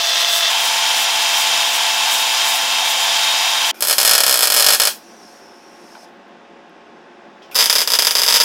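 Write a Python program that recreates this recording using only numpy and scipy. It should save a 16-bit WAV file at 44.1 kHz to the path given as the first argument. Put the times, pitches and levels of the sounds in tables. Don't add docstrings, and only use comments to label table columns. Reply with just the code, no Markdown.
import sys
import numpy as np
from scipy import signal
from scipy.fft import rfft, irfft, next_fast_len
from scipy.io import wavfile
from scipy.ndimage import uniform_filter1d, map_coordinates

SR = 44100
rng = np.random.default_rng(int(sys.argv[2]) if len(sys.argv) > 2 else 0)


def attenuation_scalar(level_db):
    decades = np.asarray(level_db, float) / 20
    return 10 ** decades


def unload_wav(signal):
    wavfile.write(
        sys.argv[1],
        SR,
        np.round(np.clip(np.atleast_2d(signal).T, -1, 1) * 32767).astype(np.int16),
    )


N = 372204
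TIME = np.arange(N) / SR
CUTS = (.5, 3.7137)


def unit(x):
    return x / np.sqrt(np.mean(x ** 2) + 1e-20)


def along(points, hz):
    f, v = np.transpose(points)
    return np.interp(np.log(hz + 1), np.log(f + 1), v)


def curves(rows):
    s, *columns = np.transpose(rows)
    return [np.interp(TIME, s, column) for column in columns]


def wobble(rate):
    return map_coordinates(rng.standard_normal(int(N * rate / SR) + 4), [TIME * rate])


def filtered(x, response):
    m = next_fast_len(len(x) + 8192)
    return irfft(rfft(x, m) * response(np.fft.rfftfreq(m, 1 / SR)), m)[:len(x)]


def modes(table):
    def response(f):
        total = 0
        for k, (centre, width, db) in enumerate(table):
            resonance = 1j * f * width / (centre * centre - f * f + 1j * f * width)
            total = total + (-1) ** k * attenuation_scalar(db) * resonance
        return total
    return response


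def dipped(x, dips):
    def response(f):
        gain = 1
        for hz, width, depth in dips:
            gain = gain * (1 - np.minimum(depth, 1) * modes([(hz, width, 0)])(f))
        return gain
    return filtered(x, response)


def rush(spectrum, grain_db=0, ripple_db=0):
    grains = rng.standard_normal(N) * attenuation_scalar(grain_db * np.minimum(rng.exponential(size=N), 4))
    ripple = rng.standard_normal(500)

    def response(hz):
        return attenuation_scalar(along(spectrum, hz) + ripple_db * np.interp(hz, np.arange(500) * 45., ripple))
    return unit(filtered(grains, response))


def tones(lines, speed, sway_db, blur, blur_hz):
    turns = np.cumsum(speed) / SR
    count = int(N / SR * 32) + 2

    def drift(slow=1):
        knots_s = np.arange(count) * slow / 32
        return np.interp(TIME[:len(speed)], knots_s, rng.standard_normal(count))

    heard = np.zeros(len(speed))
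    for hz, db in lines:
        unsteady = np.sqrt(hz / blur_hz)
        level = np.sqrt(2) * attenuation_scalar(db + sway_db * unsteady * drift(slow=3.1))
        heard += level * np.sin(2 * np.pi * hz * turns + blur * unsteady * drift())
    return np.pad(heard, (0, N - len(speed)))


def belt_file():
    # time_s, turns_per_s
    motor_speed = [(0, 267.5), (.48, 267.5), (.6, 265.9), (1.1, 265.2), (2.1, 265.3), (2.6, 264.8),
                   (3.6, 265.7)]
    # centre_hz, width_hz, level_db
    arm_modes = [(751, 63, -3), (900, 104, 4), (960, 248, 0)]
    # pitch_hz, level_db (rms)
    wide_tones = [(267.6, -62.5), (683.7, -33), (877.5, -37), (2116, -42), (2681, -37), (3284, -42),
                  (3483, -25), (3747, -36), (4124, -39), (4883, -40)]
    # pitch_hz, level_db (rms)
    close_tones = [(265.2, -54), (678.3, -35.5), (872.1, -31.5), (1061, -39.5), (1357, -41), (1591, -41),
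                   (1744, -40), (2299, -50.5), (2652, -33), (2917, -46), (3158, -34.5), (3182, -28.5),
                   (3340, -46), (3444, -35), (3713, -28.5), (4774, -40.5), (4915, -43), (5792, -51),
                   (7149, -41.5), (7946, -55)]
    shaft_hz = curves(motor_speed)[0]
    beat = 1 + 0.24 * np.sin(2 * np.pi * np.cumsum(shaft_hz) / SR)
    wide = np.clip((CUTS[0] - TIME) / .004, 0, 1)
    arm = attenuation_scalar(-28.5) * unit(filtered(rng.standard_normal(N), modes(arm_modes)))
    whine_wide = tones(wide_tones, shaft_hz[TIME < CUTS[0]] / wide_tones[0][0],
                       sway_db=1.5, blur=0.28, blur_hz=3000)
    whine_close = tones(close_tones, shaft_hz[TIME < CUTS[1]] / close_tones[0][0],
                        sway_db=2.0, blur=0.7, blur_hz=3000)
    noise = beat * (motor_roar(wide) + grit_rasp())
    whine = wide * whine_wide + (1 - wide) * (arm + whine_close)
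    return (noise + whine) * np.clip((CUTS[1] - TIME) * 500, 0, 1)


def motor_roar(wide):
    # freq_hz, level_db_per_hz
    rumble = [(20, -35), (100, -33.5), (250, -31.5), (420, -32)]
    # freq_hz, level_db_per_hz
    roar_wide = [(280, -53), (480, -20), (633, -9.5), (671, -7.5), (754, -6.5), (1270, -9.5), (2090, -7),
                 (2330, -13), (2670, -3), (2960, -4), (3470, -0.5), (4320, -5.5), (5620, -5), (8440, -22),
                 (15600, -33)]
    # freq_hz, level_db_per_hz
    roar_seen_close = [(510, -11.5), (600, -19), (720, -14), (950, -7),
                       (1100, -6.5), (1270, -13), (1400, -8.5), (2050, -6), (2600, -2.5), (3300, -1), (3830, -4),
                  (4200, -5), (4550, -5), (4900, -3.5), (5900, -6), (6250, -10.5), (7100, -7), (7650, -16),
                       (9000, -16.5), (11000, -20), (13500, -27.5), (15700, -27)]
    far = attenuation_scalar(0.04) * rush(rumble + roar_wide[1:], grain_db=5.0, ripple_db=3.0)
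    near = attenuation_scalar(-0.38) * rush(rumble + roar_seen_close, grain_db=3.0, ripple_db=1.5)
    return attenuation_scalar(-17.5 + 0.55 * wobble(8.19)) * (wide * far + (1 - wide) * near)


def grit_rasp():
    # freq_hz, level_db_per_hz
    grit = [(3000, -36), (6000, -4), (7500, -2), (8000, 5), (8500, -3.5), (10000, -4), (11000, -1.5),
            (14000, -4.5), (15700, -6)]
    return attenuation_scalar(pressure_db() - 1.5 + 1.2 * wobble(40)) * rush(grit, grain_db=2.5, ripple_db=2.5)


def pressure_db():
    # middle_s, rasp_db, hold_s
    presses = [(0.364, -20.5, .04), (0.644, -25.5, 0.072), (1.012, -23.5, .04), (1.4, -22.5, 0.032),
               (1.75, -24, .02), (2.16, -23, 0.079), (2.52, -22.5, .07), (2.9, -26, .04),
               (3.03, -27.5, 0.044), (3.28, -27.5, 0.0594), (3.69, -25.5, 0.073)]
    press_db_per_s, lift_db_per_s, resting_db = 117, 200.5, -30
    strokes = []
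    for s, db, hold in presses:
        until_hold = np.clip(s - hold / 2 - TIME, 0, 9)
        since_hold = np.clip(TIME - s - hold / 2, 0, 9)
        strokes.append(db - press_db_per_s * until_hold - lift_db_per_s * since_hold)
    return np.maximum(np.max(strokes, axis=0), resting_db)


def arc(sparks, shock, snap, echoes, hall, snap_db, burst, echo_hz, echo_width_hz, early_db, late_db):
    treble_hz, shift = 6000, 0.42
    body_grows = 1.1
    t = np.arange(SR // 2) / SR
    ring = filtered(1. * (t == 0), lambda f: modes(snap)(f) + modes([shock])(f))
    direct = -ring / (1 + (t / burst) ** 6)

    paths = np.zeros(len(t))
    for k, (s, db) in enumerate(echoes):
        paths[round(s * SR)] = (-1) ** k * attenuation_scalar(db)
    bounced = signal.fftconvolve(paths, direct)[:len(t)]
    bounced = filtered(bounced, lambda f: modes([(echo_hz, echo_width_hz, 0)])(f) ** 2)

    diffuse = diffuse_field(t, hall, early_db)
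    crack = attenuation_scalar(snap_db) / abs(direct).max()
    boom = attenuation_scalar(late_db) / diffuse[:, :1500].std()
    body = crack * bounced + boom * diffuse[0] * np.sqrt(1 - shift ** 2)
    treble = filtered(crack * direct + body, lambda f: (1j * f / (treble_hz + 1j * f)) ** 2)

    s, db, treble_db = np.transpose(sparks)
    turn = 2 * np.pi * rng.random(len(s))
    start = round(s.min() * SR)
    at = np.round(s * SR).astype(int) - start
    train = np.zeros((5, at.max() + 1))
    room = attenuation_scalar(body_grows * db)
    train[:, at] = [attenuation_scalar(db), room, attenuation_scalar(db) * (attenuation_scalar(treble_db) - 1),
                    shift * room * np.cos(turn), shift * room * np.sin(turn)]
    answers = [crack * direct, body, treble, *(boom * diffuse[1:])]
    heard = signal.fftconvolve(train, answers, axes=1).sum(0)
    return np.pad(heard, (start, N))[:N]


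def diffuse_field(t, hall, early_db):
    # freq_hz, t60_s
    shop_decay = [(300, 0.13), (1000, 0.14), (3000, 0.19), (9000, 0.18), (15000, 0.064)]
    hz, frames, z = signal.stft(rng.standard_normal((3, len(t))), SR, nperseg=256)
    decay = attenuation_scalar(-60 * frames / along(shop_decay, hz)[:, None])
    late = signal.istft(z * decay, SR, nperseg=256)[1][:, :len(t)]
    early = rng.standard_normal(late.shape) * attenuation_scalar(-60 * t / 0.047)
    spectrum = rfft(attenuation_scalar(early_db) * early + late / late[:, :800].std())
    even = np.sqrt(uniform_filter1d(abs(spectrum) ** 2, size=60))
    colour = attenuation_scalar(along([(24, -70.0)] + hall[1:], np.fft.rfftfreq(len(t), 1 / SR)))
    build_s = .0012
    return irfft(spectrum / even * colour, len(t)) * (1 - np.exp(-t / build_s)) * (t < .45)


def first_weld():
    # start_s, level_db, treble_db
    touches = [(3.8071, -14.5, 8), (3.8093, -30, 1.5)]
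    # start_s, level_db, treble_db
    stutter = [(3.8239, -3.5, 4.0), (3.8388, -11.0, 1.0), (3.8506, -9.5, 3.5), (3.8721, -8.5, 6.0),
               (3.8841, -5.5, 3.5), (3.8974, -3.0, 1.5), (3.9097, -1.5, 0.0), (3.9277, -3.5, 0.0),
               (3.9315, -11.5, 3.0)]
    # start_s, level_db, treble_db
    shorts = [(3.9824, 1.0, -1.0), (4.0013, -3.5, 0.5), (4.0137, -3.5, -2.0), (4.0303, -3.5, 1.0),
              (4.0498, 0.0, -0.5), (4.0575, -5.0, 2.5), (4.0656, -5.0, -1.0), (4.0762, 1.0, -1.5),
              (4.0941, 0.0, -1.5), (4.1118, 2.0, -3.5), (4.1343, 0.0, -1.5), (4.1514, 1.0, -2.5),
              (4.1799, 0.5, -2.5), (4.2043, 0.5, -2.5), (4.2357, 0.0, -1.0), (4.2652, -1.0, 1.0),
              (4.28, -3.0, 0.5), (4.2949, -1.5, -0.5), (4.3103, -3.0, 2.0), (4.3261, -2.5, 1.0),
              (4.3417, -1.0, 0.5), (4.3572, -5.5, 0.0), (4.3739, -5.5, 2.5), (4.3912, -4.0, 0.5),
              (4.4079, -4.0, 1.0), (4.424, -3.5, 0.5), (4.4304, 0.0, 0.0), (4.4418, -5.0, -0.5),
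              (4.4549, -5.5, 1.0), (4.4726, -2.5, 0.5), (4.5015, -2.5, 1.5), (4.5219, -2.0, -1.0),
              (4.5414, -4.0, 2.0), (4.5474, -5.5, 2.5), (4.5642, -1.5, 0.0), (4.5712, -4.0, 1.5),
              (4.5796, -3.0, -1.0), (4.5892, -5.0, 0.5), (4.5976, -0.5, -1.5), (4.6066, -3.0, 0.5),
              (4.6239, -1.0, -0.5), (4.6443, -2.0, -2.0), (4.6643, 2.5, -4.0), (4.686, 2.5, -4.5),
              (4.705, 0.0, -1.5), (4.7244, -2.5, -0.5), (4.7346, -0.5, -0.5), (4.7478, -3.5, 1.0),
              (4.7993, 1.0, -3.0), (4.8185, -2.0, -2.0), (4.8352, -4.0, -1.0), (4.8529, -2.0, -1.0),
              (4.8727, -1.0, -2.0)]
    # centre_hz, width_hz, level_db
    plates = [(900, 1050, -3), (3300, 490, 1.5), (4410, 240, 3.5), (5170, 615, 0), (7930, 600, -4),
              (10900, 760, 3), (11800, 800, 2), (13400, 1400, -3.5)]
    # delay_s, level_db
    surfaces = [(.0006, -4.5), (.0012, -8), (.0021, -4), (.0036, -9), (.0045, -5), (.0063, -10),
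                (.0078, -4.5), (0.0105, -14)]
    # freq_hz, level_db_per_hz
    hall = [(150, -52), (250, -27), (563, -3), (670, 0.5), (1010, -12), (1180, -5.5), (1820, -4),
            (2060, -7), (2490, -8), (3460, -1.5), (3770, -4.5), (5060, -4.5), (7030, -8), (11800, -7.5),
            (15600, -12.5)]
    shock = (9000, 9000, -15)
    return arc(touches + stutter + shorts, shock, plates, surfaces, hall, snap_db=4, burst=0.0021,
               echo_hz=4914, echo_width_hz=5900, early_db=8, late_db=-16.5)


def second_weld():
    # start_s, level_db, treble_db
    strikes = [(7.5469, -18, 2.5), (7.5536, -9, 3.5), (8.0471, -20, 6), (8.1025, -24, 1),
               (8.2513, -15.5, 0.5)]
    # start_s, level_db, treble_db
    settling = [(7.5562, -5.0, 1.5), (7.5601, -4.0, 2.5), (7.5672, -5.5, 2.5), (7.5789, -6.5, 0.0),
                (7.5882, 0.0, 0.5), (7.5971, -1.5, -2.0), (7.6073, 0.0, -5.5), (7.6159, -5.5, -8.0),
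                (7.6257, -2.0, -4.5), (7.6419, -4.5, 3.0), (7.6582, -1.5, 1.5), (7.698, 3.0, -1.0),
                (7.7278, -2.0, 3.0), (7.7539, -1.5, 1.5), (7.7606, -2.5, -4.0), (7.7835, -2.0, 2.5),
                (7.791, -6.5, -3.0), (7.8055, -4.0, 2.0), (7.8168, -3.0, 1.5), (7.8753, -3.5, 1.5),
                (7.9031, -5.0, 2.0), (7.9194, -4.0, 3.0), (7.9361, 0.5, 0.0)]
    # start_s, level_db, treble_db
    shorts = [(7.9528, -3.5, 1.5), (7.9888, 2.5, -2.0), (8.0223, -2.0, 2.5), (8.0493, -3.0, 1.5),
              (8.0696, 2.0, -0.5), (8.1089, -2.0, 1.0), (8.1525, 0.0, -2.0), (8.169, -5.5, 1.0),
              (8.1836, -4.0, -1.5), (8.189, -6.0, 1.0), (8.1957, -5.0, -3.5), (8.2182, -2.5, 0.0),
              (8.2346, -1.0, 0.0), (8.264, -4.5, 3.0), (8.279, -2.5, -2.0), (8.2854, 0.0, -4.0),
              (8.3016, -2.5, -0.5), (8.3088, -3.5, -0.5), (8.3251, -0.5, -2.5), (8.3415, 0.5, -2.0),
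              (8.3497, -2.0, -1.0), (8.3596, 0.5, 0.0), (8.3682, -1.0, -2.0), (8.4011, 0.5, -0.5),
              (8.4094, 0.5, -7.0), (8.4178, -5.5, 0.0), (8.4351, -6.5, 4.5)]
    # centre_hz, width_hz, level_db
    plates = [(1263, 900, -13), (3500, 600, -4), (4980, 350, 6), (6000, 600, -13.5), (7200, 900, -13),
              (9300, 600, -14), (11900, 1200, -13), (15000, 1200, -28)]
    # delay_s, level_db
    surfaces = [(.0008, -8), (.0036, -15), (.005, -3), (.0069, -11), (.0139, -15)]
    # freq_hz, level_db_per_hz
    hall = [(150, -51), (250, -17), (372, -23.5), (482, -4.5), (838, -16.5), (946, -2), (1090, -13.5),
            (1510, -9.5), (2490, -10.5), (3460, -6), (4110, -13.5), (4970, -2), (8500, -13), (11800, -12),
            (15600, -17)]
    shock = (4600, 5000, -15)
    return arc(strikes + settling + shorts, shock, plates, surfaces, hall, snap_db=5.5, burst=.0014,
               echo_hz=3400, echo_width_hz=2200, early_db=3.5, late_db=-16.5)


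def sizzle():
    # start_s, end_s, level_db
    burns = [
        (3.807, 4.914, -26),
        (7.545, 8.442, -30),
    ]
    # freq_hz, level_db_per_hz
    fry = [(20, -70), (300, -20), (700, -3), (2500, -7.5), (5000, -3.5), (8000, -8.5), (12000, -1.5),
           (15600, -3)]
    t60_s = .2
    alight = np.zeros(N)
    for start, end, db in burns:
        alight += attenuation_scalar(db - 60 * np.clip(TIME - end, 0, 9) / t60_s) * (TIME > start)
    return alight * attenuation_scalar(1.6 * wobble(30)) * rush(fry, grain_db=1.5)


def gas():
    # time_s, level_db
    flows = [
        [(3.743, -49), (3.77, -48), (4.9, -52), (5.3, -52.5), (5.7, -54.5), (6.045, -52), (6.062, -62),
         (6.1, -68)],
        [(7.513, -48), (7.53, -51), (8.44, -51)],
    ]
    # freq_hz, level_db_per_hz
    nozzle = [(2350, -35), (4000, -12), (4610, -9), (5080, -5), (5560, -3.5), (7270, -15), (7960, -15.5),
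              (8810, -16.5), (9540, -11.5), (10300, -22), (11300, -16.5), (12000, -25), (13700, -20.5),
              (15600, -32)]
    # time_s, delay_s
    torch = [(3.7, 0.00054), (5.0, 0.00021), (5.2, 0.00046), (5.35, 0.00098), (5.55, 0.0011), (5.7, 0.0012),
             (6.08, 0.0014), (7.5, 0.00035)]
    # start_s, level_db
    openings = [
        (3.743, -43.5),
        (7.513, -40),
    ]
    # freq_hz, level_db_per_hz
    valve = [(880, -17), (1500, 2.5), (1750, -18.5), (2450, 3), (2980, -12), (3410, -2), (3990, -14.5),
             (5570, -14), (8080, -17), (10400, -11), (11600, -15.5), (13000, -4.5), (15600, -18.5)]
    flow = np.zeros(N)
    for rows in flows:
        flow += attenuation_scalar(curves(rows)[0]) * (TIME > rows[0][0]) * (TIME < rows[-1][0])
    jet = rush(nozzle)
    lag = curves(torch)[0] * (1 + 0.15 * wobble(11))
    work_echo = 0.4 * map_coordinates(jet, [(TIME - lag) * SR])
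    hiss = unit(jet + work_echo) * attenuation_scalar(1.4 * wobble(8.7))
    surge = sum(attenuation_scalar(db - 60 * np.abs(TIME - s) / 1.1) * (TIME > s) for s, db in openings)
    return flow * hiss + surge * rush(valve)


def whistle():
    # time_s, pitch_hz, level_db
    glide = [(4.95, 5500, -58), (5.17, 5850, -54.5), (5.3, 5100, -55), (5.33, 5600, -56.5),
             (5.55, 5300, -55.5), (5.66, 5600, -55.5), (5.8, 5400, -58), (5.9, 5200, -57),
             (6.05, 5250, -55.5)]
    pitch_hz, level_db = curves(glide)
    flutter = filtered(rng.standard_normal(N), lambda f: 1 / (1 + (f / 250) ** 4))
    band = unit(flutter * np.sin(2 * np.pi * np.cumsum(pitch_hz) / SR))
    return attenuation_scalar(level_db) * (TIME > glide[0][0]) * (TIME < glide[-1][0]) * band


def handling():
    # start_s, level_db, centre_hz, width_hz,
    # t60_s
    knocks = [(5.95, -40, 1480, 300, .035), (5.952, -43, 943, 300, .06), (5.951, -48, 2500, 2000, .06),
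              (6.03, -44, 700, 300, .15), (5.968, -41, 776, 450, .12), (6.08, -72, 10900, 9000, .7),
              (6.28, -76, 12000, 6000, .08), (7.5135, -42, 2580, 1200, .04), (6.258, -53, 900, 403, 0.063),
              (6.695, -71, 10980, 8000, 0.0074), (7.061, -53, 800, 300, 0.044),
              (7.22, -46, 700, 299, 0.054), (7.269, -48.5, 800, 299, .05), (7.42, -48, 3000, 1520, 0.4),
              (7.425, -54.5, 5300, 1480, 0.31), (7.462, -76.5, 11000, 6000, .01)]
    out = np.zeros(N)
    t = np.arange(SR // 4) / SR
    for s, db, centre_hz, width_hz, t60 in knocks:
        body = modes([(centre_hz, width_hz, 0)])
        knock = filtered(rng.standard_normal(len(t)) * attenuation_scalar(-60 * t / t60), lambda f: body(f) ** 2)
        out[round(s * SR):][:len(t)] += attenuation_scalar(db) * knock / knock[:400].std()
    return out


def shop():
    # freq_hz, level_db_per_hz
    room = [(12, -44.5), (20, -24), (146, -28), (170, -13), (218, -9.5), (297, -11.5), (346, -6),
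            (471, -12), (707, -13.5), (763, -11.5), (840, -11), (1020, -16.5), (2000, -21.5), (2600, -53),
            (4400, -120)]
    # freq_hz, level_db_per_hz
    air = [(880, -40.5), (1500, -1.5), (1690, -2.5), (1860, -11.5), (2240, -6.5), (2620, -5.5), (3090, -10),
           (3550, -9.5), (4150, -17), (5200, -15), (15600, -52.5)]
    # pitch_hz, level_db (rms)
    fan = [(231.5, -60.5), (344.5, -60), (559.9, -58), (705.2, -55), (812.9, -64.5), (872.1, -59),
           (1077, -58.5)]
    drone = attenuation_scalar(-45.5 + 0.99 * wobble(21)) * rush(room)
    hum = tones(fan, np.ones(N), sway_db=0.5, blur=1.53, blur_hz=603)
    return (drone + attenuation_scalar(-53.0) * rush(air) + hum + handling()) * (TIME >= CUTS[1])


def scene():
    # centre_hz, width_hz, depth
    bench = [(4500, 200, 0.32)]
    # centre_hz, width_hz, depth (below 0 reinforces)
    bands_far = [(2030, 230, .75), (3766, 300, 0.6), (5130, 220, -0.5), (4400, 200, -0.2), (4720, 250, .45),
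                 (11300, 500, .3), (12650, 400, .35), (15700, 600, .35), (5900, 300, .35), (650, 250, .3),
                 (280, 80, .4), (11600, 1500, -.15)]
    # centre_hz, width_hz, depth (below 0 reinforces)
    bands_near = [(3980, 990, 0.46), (5500, 230, 0.89), (5800, 150, 0.23), (570, 150, 0.28),
                  (8400, 600, 0.88), (3350, 370, -0.67), (4490, 95, 0.76), (8400, 58, -1.97),
                  (6840, 700, 0.56), (13300, 900, 0.49)]
    fry = sizzle()
    filing = dipped(belt_file(), bench)
    first = dipped(first_weld() + fry * (TIME < 6), bands_far)
    second = dipped(second_weld() + fry * (TIME > 6), bands_near)
    return (filing + first + second + gas() + whistle() + shop())[None]


def band_limit(x):
    return signal.sosfilt(signal.butter(12, 15800, fs=SR, output="sos"), x)


def record(dry):
    bass_cut_hz, top_hz = 80, 15840
    clipped = dry / (1 + np.abs(dry / 1.18) ** 8) ** (1 / 8)
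    heard = filtered(clipped[0], lambda hz: 1j * hz / (bass_cut_hz + 1j * hz) * (hz < top_hz))[None]
    return band_limit(heard)


dry = scene()
out = record(dry)
unload_wav(out)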